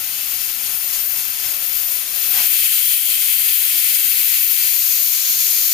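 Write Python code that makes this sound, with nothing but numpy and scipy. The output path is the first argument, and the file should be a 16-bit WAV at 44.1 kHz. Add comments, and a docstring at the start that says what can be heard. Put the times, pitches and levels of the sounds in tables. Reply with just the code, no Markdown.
"""Pressure cooker blowing off

A gas flame rumbles under the pot and a motor hums faintly, while steam leaks in puffs from under the
rocking weight valve. The weight lifts with a wet spurt and the jet blows freely: a rush, a hiss, a sharp
sizzle and a breathy whistle, loud enough for the gain control to pull the rumble down.
The microphone, its left port facing the jet, is drawn back near the end."""
import sys
import numpy as np
from scipy.fft import rfft, irfft, next_fast_len
from scipy.io import wavfile
from scipy.ndimage import uniform_filter1d

SR = 44100
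rng = np.random.default_rng(int(sys.argv[2]) if len(sys.argv) > 2 else 0)


def store_pcm(level_fs):
    """Save levels as 16-bit WAV."""
    pcm = np.round(np.clip(level_fs, -1, 1) * 32767).astype(np.int16)
    wavfile.write(sys.argv[1], SR, np.atleast_2d(pcm).T)


N = 252693
TIME = np.arange(N) / SR
SIZE = next_fast_len(N + SR // 4, real=True)
HZ = np.maximum(np.arange(SIZE // 2 + 1) * SR / SIZE, 1)
LEFT_VS_RIGHT, RIGHT_ONLY = np.array([[1], [-1]]), np.array([[0], [1]])


def from_db(db):
    """Decibels to gain."""
    return 10 ** (np.asarray(db) / 20)


def over_time(points):
    """Join breakpoints into an envelope."""
    return np.interp(TIME, *np.transpose(points))


def over_hz(points):
    """Join breakpoints on a log-frequency axis."""
    hz, value = np.transpose(points)
    return np.interp(np.log(HZ), np.log(hz), value)


def bell(pitch_hz, width_hz):
    """A resonance peak of height 1."""
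    return 1 / (1 + (2 * (HZ - pitch_hz) / width_hz) ** 2)


def resonances(modes):
    """An EQ curve in dB, one bell for each row."""
    return sum(db * bell(hz, width) for hz, width, db in modes)


def low_pass(edge_hz, order):
    """Butterworth gain over frequency."""
    return 1 / np.sqrt(1 + (HZ / edge_hz) ** (2 * order))


def filtered(x, gain):
    """Shape a stereo signal with a gain over frequency."""
    return irfft(rfft(x, SIZE) * gain, SIZE)[:, :N]


def white():
    """Spectrum of fresh white noise."""
    return rfft(rng.standard_normal(SIZE))


def waveform(spectrum):
    """A spectrum as a signal whose mono mix has rms 1."""
    x = irfft(spectrum, SIZE)[..., :N]
    mono = np.atleast_2d(x).mean(axis=0)
    return x / np.sqrt(np.mean(mono ** 2) + 1e-20)


def drift(rate_hz):
    """Smooth random movement of rms 1."""
    return waveform(white() * low_pass(rate_hz, order=2))


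def swell(centre_s, half_s):
    """A smooth rise and fall of height 1."""
    return np.exp(-((TIME - centre_s) / half_s) ** 2)


# The hum swells and fades: time_s, gain_db
HUM_SWELL = [(0, 1.5), (0.75, 5), (0.95, -2), (2.3, -2), (3, 0.5), (5.73, -2)]

def motor(speed_hz=48.2):
    """A motor somewhere in the kitchen hums at three multiples of its speed."""
    hum = sum(from_db(level_db) * np.sin(2 * np.pi * (harmonic * speed_hz * TIME + rng.random()))
              for harmonic, level_db in [(3, -69.5), (4, -68), (6, -70.5)])
    return np.sqrt(2) * hum * from_db(over_time(HUM_SWELL))


# Tone of the gas flame and the boil: freq_hz, gain_db
STOVE_EQ = [(20, -23), (35, -14), (55, 2.5), (70, 1.5), (110, -1), (160, -6.5), (250, -6), (430, -6),
            (700, -2), (1000, -3), (2000, 0), (5000, -17.5)]
# Hollow tones of the pot over the burner: pitch_hz, width_hz, boost_db
POT_MODES = [(212, 22, 4), (322, 25, 4), (586, 56, 2), (720, 110, 3.5)]
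# The flame's lowest roar eases as the valve opens: time_s, gain_db
ROAR_RIDE = [(0, 3), (0.5, 2.5), (1.5, 1), (2.4, -1), (3.05, 2), (3.6, -0.5), (5.73, -0.5)]
# The stove sinks a little as the microphone turns from the burner: time_s, level_db
STOVE_LEVEL = [(0, -45.5), (0.6, -46.5), (1.5, -45), (2.3, -44.5), (3.1, -46), (4.6, -48.5), (5.2, -46.5),
               (5.73, -50)]

def stove(flicker_db=1.7, side_db=-17.0, roar_hz=145, flutter_db=1.5):
    """The flame rumbles and flutters under the boiling pot, nearly alike at both ports."""
    noise = white() + from_db(side_db) * white() * LEFT_VS_RIGHT
    burner = waveform(noise * from_db(over_hz(STOVE_EQ) + resonances(POT_MODES)))
    roar = filtered(burner, low_pass(roar_hz, order=6))
    rumble = burner - roar + roar * from_db(over_time(ROAR_RIDE) + flutter_db * drift(12))
    return rumble * from_db(over_time(STOVE_LEVEL) + flicker_db * drift(5.7))


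def kitchen(echo_db=-14, t60_s=0.068):
    """Early reflections off lid, hob and wall ripple the spectrum at each port."""
    t = TIME[:SR // 16]
    echoes = rng.standard_normal((2, len(t))) * from_db(-60 * t / t60_s) * (t > .002)
    echoes /= np.linalg.norm(echoes, axis=1, keepdims=True)
    return 1 + from_db(echo_db) * rfft(echoes, SIZE)


# Steam sound that arrives straight from the valve: freq_hz, power_share
DIRECT_SHARE = [(300, 0.06), (1200, 0.86), (2600, 0.56), (3600, 0.3), (4700, 0.6), (5600, 0.25),
                (7800, 0.35), (9000, 0.21), (11600, 0.57), (14200, 0.55), (15500, 0.66)]
# It bends round the microphone's body to the right port: freq_hz, lag_rad
RIGHT_LAG = [(300, -0.4), (1400, 0.55), (2500, -0.4), (3400, -1.4), (4000, 0.46), (5500, 0.65),
             (7300, -1.9), (9200, 0.049), (10400, 0.33), (11600, 1.3), (13000, 0.2), (14600, -0.27)]

def turbulence(room):
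    """Spectrum of jet noise: both ports share the core, the spreading plume reaches each differently."""
    direct = over_hz(DIRECT_SHARE)
    core = white() * np.exp(-1j * over_hz(RIGHT_LAG) * RIGHT_ONLY)
    plume = np.array([white(), white()])
    return room * (np.sqrt(direct) * core + np.sqrt(1 - direct) * plume)


# Water spat out as the valve opens: time_s, level_db
SPURT_LEVEL = [(2.22, -66), (2.3, -43), (2.37, -31.5), (2.455, -33.5), (2.485, -51), (2.55, -78)]
# Gurgle of the hollow under the lid: pitch_hz, width_hz, boost_db
GURGLE_MODES = [(225, 19, 15.5), (380, 280, -2.5), (740, 55, 10), (1014, 280, -2.5), (1350, 190, 1.5)]

def spurt(room, top_hz=4400, shelf_hz=600, rough_db=2.2, pan_db=3.0):
    """Condensed water is blown through the vent: a short, rough, darker splutter."""
    band = low_pass(top_hz, order=2) * (1.35 - low_pass(shelf_hz, order=2))
    level_db = over_time(SPURT_LEVEL) + rough_db * drift(66)
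    splutter = waveform(turbulence(room) * band * from_db(resonances(GURGLE_MODES)))
    return splutter * from_db(level_db + pan_db * LEFT_VS_RIGHT)


# The whistle blooms while the weight rides high: time_s, gain_db
WHISTLE_RIDE = [(2.3, -60), (2.52, -39), (2.6, -36.5), (2.9, -33.5), (3.4, -36), (4.0, -46), (4.7, -67),
                (5.2, -59)]

def whistle(room, pitch_hz=3180, width_hz=500, pan_db=11.0):
    """The jet blows across the vent and excites one wide, breathy resonance."""
    breath = turbulence(room) * bell(pitch_hz, width_hz) * from_db(pan_db * LEFT_VS_RIGHT)
    return waveform(breath) * from_db(over_time(WHISTLE_RIDE))


# Tone of the jet with the weight seated, lifted, and lifted but heard from further back: freq_hz, gain_db
SEATED_EQ = [(100, -48), (350, -37.5), (700, -33.5), (1100, -27), (2100, -20.5), (3700, -17), (4300, -15),
             (6000, -18), (8000, -21), (9300, -15.5), (11400, -15), (12600, -4), (14300, 0.5),
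             (15400, -10.5)]
LIFTED_EQ = [(100, -37), (350, -40), (700, -33), (1100, -30.5), (2100, -13.5), (3700, -11), (4300, -7),
             (6000, -16), (8000, -13.5), (9300, -10), (11400, -9), (12600, -3.5), (14300, 0.5),
             (15400, -10)]
FAR_EQ = [(100, -38), (350, -36), (700, -34.5), (1100, -26.5), (2100, -21.5), (3700, -11.5), (4300, -10),
          (6000, -9), (8000, -12.5), (9300, -3.5), (11400, -4), (12600, 3), (14300, 0.5), (15400, -6.5)]
# Shadow on the right port in the same three states: freq_hz, cut_db
SEATED_SHADE = [(350, 8), (1300, 30), (2600, 12), (3800, 5.5), (4900, 5), (5680, 12), (6100, 9),
                (6800, 9.5), (7400, 9), (8600, 1.5), (9800, 8), (11200, 3), (13600, 5.5), (15400, -1)]
LIFTED_SHADE = [(350, 5.9), (1300, 7.2), (2600, 13.3), (3800, 6), (5200, 9), (5700, 14), (6300, 4.3),
                (6800, 6.3), (7400, 1.5), (8000, 2.1), (9000, 1.3), (9600, 2.1), (11200, 0.7),
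                (13600, 20.6), (15400, 7.8)]
FAR_SHADE = [(350, 9.6), (1300, 5), (2600, 11), (3800, 7), (5200, 8), (5700, 8.7), (6300, 5.2), (6800, 19),
             (7400, 9.1), (8000, 11), (8600, 3.7), (9200, 5.04), (11200, 2.7), (13600, 19), (15400, 1.4)]
# Peaks and hollows in the jet's tone at the microphone: pitch_hz, width_hz, seated_db, lifted_db, far_db
JET_PEAKS = [(1355, 68, 6.5, 4.5, -3), (2367, 720, 3, 5, 7.5), (2657, 160, 4, 4, -1),
             (3206, 230, 3.5, 5.5, 1.5), (3820, 160, -3.5, -0.5, -3.5), (4300, 680, -1.5, -3, 2.5),
             (5390, 150, 5, 1, 0), (6840, 970, 8, 6.5, 8.5), (9630, 850, 5.5, 3.5, 0.5),
             (10530, 650, 5.5, 2.5, 0), (13640, 2700, 9, 4.5, 6.5)]

def jet_bands(room, shares, hiss_from_hz=8100, sizzle_from_hz=11600):
    """The jet at the microphone, split into rush, hiss and sizzle; also the sizzle's left lean in dB."""
    below_hiss = low_pass(hiss_from_hz, order=20) ** 2
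    below_sizzle = low_pass(sizzle_from_hz, order=20) ** 2
    crossover = np.sqrt(np.abs([below_hiss, below_sizzle - below_hiss, 1 - below_sizzle]))
    crossover /= crossover.sum(axis=0)   # the bands share one noise, so their gains add up to 1
    states = [(SEATED_EQ, SEATED_SHADE), (LIFTED_EQ, LIFTED_SHADE), (FAR_EQ, FAR_SHADE)]
    pitch_hz, width_hz, *boosts = np.transpose(JET_PEAKS)
    blend = lean_db = 0
    for (eq, shade), share, boost_db in zip(states, shares, boosts):
        peaks_db = resonances(zip(pitch_hz, width_hz, boost_db))
        jet = turbulence(room) * from_db(over_hz(eq) + peaks_db - over_hz(shade) * RIGHT_ONLY)
        bands = np.array([waveform(jet * band) for band in crossover])
        blend += np.sqrt(share) * bands
        left, right = bands[-1].std(axis=1)
        lean_db += share * 20 * np.log10(left / right)
    return blend, lean_db


# The weight sinks and briefly throttles the jet: time_s, depth_db
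THROTTLE_DIPS = [(0.81, 1.6), (1.075, 2), (1.295, 0.8), (1.6, 1.5), (2.5, 4.5), (3.018, 2.5), (3.356, 2.6),
                 (3.571, 2), (4.03, 2.5), (4.254, 0.5), (4.476, 3.5), (4.773, 2.2), (4.875, 2),
                 (5.057, 1.7)]
# One puff on each swing of the weight: time_s, height_db, half_length_s, flare_hz
VALVE_PUFFS = [(0.185, 1.5, 0.085, 2680), (0.435, 3, 0.055, 5200), (0.679, 3, 0.076, 2600),
               (0.95, 4.5, 0.045, 6700), (1.207, 3, 0.041, 6700), (1.456, 1.9, 0.091, 5400),
               (1.745, 1.2, 0.07, 5000), (1.947, 1, 0.09, 9000), (2.2, 0.3, 0.14, 3960),
               (2.65, 1.5, 0.057, 3200), (2.748, 2.5, 0.04, 4100), (2.91, 1.5, 0.12, 9900),
               (3.11, 2.5, 0.028, 2900), (3.47, -0.5, 0.04, 2700), (3.66, 0, 0.038, 3200),
               (4.14, -0.5, 0.022, 4400), (4.338, 1.5, 0.056, 2300), (4.642, 2, 0.042, 4500),
               (5.28, -0.8, 0.039, 4500), (5.443, 0.5, 0.022, 6600)]

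def valve_gap(lift, seated_db=-3, dip_half_s=0.033, tremble_db=0.13):
    """Flow under the rocking weight in dB: uneven puffs and dips, and a tremble that grows with lift."""
    puffs = sum(height_db * swell(s, half_s) for s, height_db, half_s, _ in VALVE_PUFFS)
    dips = sum(depth_db * swell(s, dip_half_s) for s, depth_db in THROTTLE_DIPS)
    return seated_db * (1 - lift) + puffs - dips + tremble_db * lift * drift(9.5)


def flaring(jet, flare_db=1.8, relative_width=0.16):
    """The weight tilts another way on each swing, so each puff flares at a pitch of its own."""
    flares = sum(filtered(jet, bell(hz, relative_width * hz)) * (from_db(flare_db * swell(s, half_s)) - 1)
                 for s, _, half_s, hz in VALVE_PUFFS)
    return jet + flares


# Share of the gap's swing in dB that each layer follows
BODY_FOLLOWS, EDGE_FOLLOWS, HISS_FOLLOWS, SIZZLE_FOLLOWS = 0.53, 0.8, 0.74, 0.95

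def puffing(rush, gap_db, body_hz=3900):
    """A wider gap makes the rush louder and brighter: its dark body swings less than its edge."""
    body = filtered(rush, low_pass(body_hz, order=6))
    edge = rush - body
    return body * from_db(BODY_FOLLOWS * gap_db) + edge * from_db(EDGE_FOLLOWS * gap_db)


# The weight rises: time_s, lift_share
WEIGHT_LIFT = [(2.04, 0.11), (2.33, 0.28), (2.41, 0.51), (2.52, 0.93)]
# The microphone draws back: time_s, retreat_share
MIC_RETREAT = [(4.2, 0.09), (4.68, 0.35), (4.78, 0.75), (5.25, 0.95)]
# The beamed sizzle wanders on and off the left port: time_s, gain_db
SIZZLE_BEAM = [(0, 0.5), (0.37, 0.5), (0.44, 2.5), (0.51, 1.5), (0.66, 0), (0.74, 3.5), (0.95, 3),
               (1.09, 6.5), (1.3, 0), (1.52, 1.5), (1.65, 4.5), (1.95, 4.5), (2.09, 1), (2.25, 3.5),
               (2.32, 6.5), (2.42, 0), (2.65, 1), (3.0, 1.6), (3.15, 1.8), (3.65, 0.7), (4.55, 1.3),
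               (5.0, 0.45), (5.38, -2.5), (5.46, -0.7), (5.73, -0.5)]
# Balance of the jet in each state: rush_db, hiss_db, sizzle_db, sizzle_pan_db
SEATED_MIX = (-31.5, -32, -26.5, 16.5)
LIFTED_MIX = (-25.5, -24.5, -18.0, 10.5)
FAR_MIX = (-25, -25.5, -18.5, 3.5)

def steam(room, blow_off_db=9.5, sag_from_s=3.47, sag_db_per_s=1.73, hiss_beamed=0.34,
          flutter_db=0.52, sputter_db=0.51, spit_db=0.46, waver_db=1.3, wander_db=0.75):
    """Steam forces through the narrow valve gap: a broad rush, a hiss, a sharp sizzle and the whistle."""
    lift, back = over_time(WEIGHT_LIFT), over_time(MIC_RETREAT)
    shares = np.array([1 - lift, lift * (1 - back), lift * back])   # seated, lifted, far
    (rush, hiss, sizzle), lean_db = jet_bands(room, shares)
    rush_db, hiss_db, sizzle_db, pan_db = np.transpose([SEATED_MIX, LIFTED_MIX, FAR_MIX]) @ shares
    gap_db = valve_gap(lift)
    beam_db = over_time(SIZZLE_BEAM)
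    rush = puffing(rush, gap_db) * from_db(rush_db)
    # the hiss fades as the pot loses pressure
    sag_db = sag_db_per_s * np.maximum(TIME - sag_from_s, 0)
    hiss *= from_db(hiss_db + HISS_FOLLOWS * gap_db + hiss_beamed * beam_db - sag_db)
    # the sizzle comes and goes with the gap on the shadowed right; the left port hears its beam
    right_db = lean_db - pan_db + SIZZLE_FOLLOWS * gap_db + waver_db * drift(7.4)
    left_db = beam_db + wander_db * drift(5.6)
    sizzle *= from_db(sizzle_db + np.array([left_db, right_db]))
    # water on the valve seat makes the leak sputter, and fine droplets break up the sizzle
    wetness = 1.5 - lift
    rush *= from_db(sputter_db * wetness * drift(19))
    sizzle *= from_db(spit_db * wetness * drift(300))
    jet = flaring(rush + hiss) + sizzle + whistle(room) * from_db(EDGE_FOLLOWS * gap_db)
    # the open valve passes far more steam, and the trembling weight shakes the whole jet
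    return jet * from_db(blow_off_db * lift + flutter_db * drift(12))


def scene():
    """Steam and spurt in the kitchen, over the stove and a faint hum."""
    room = kitchen()
    return steam(room) + spurt(room) + stove() + motor()


def gain_control(x, limit_db=-14.0, release_db_per_s=4.5, window_s=0.069):
    """Ducks the whole mix at once when its level passes the limit, and recovers slowly."""
    power = uniform_filter1d(np.mean(x ** 2, axis=0), int(window_s * SR))
    excess_db = np.maximum(10 * np.log10(power + 1e-12) - limit_db, 0)
    recovery_db = release_db_per_s * TIME
    return x * from_db(recovery_db - np.maximum.accumulate(excess_db + recovery_db))


def record(dry):
    """Gain control, then a steep cut at the top."""
    return filtered(gain_control(dry), low_pass(edge_hz=15520, order=250))


dry = scene()
out = record(dry)
store_pcm(out)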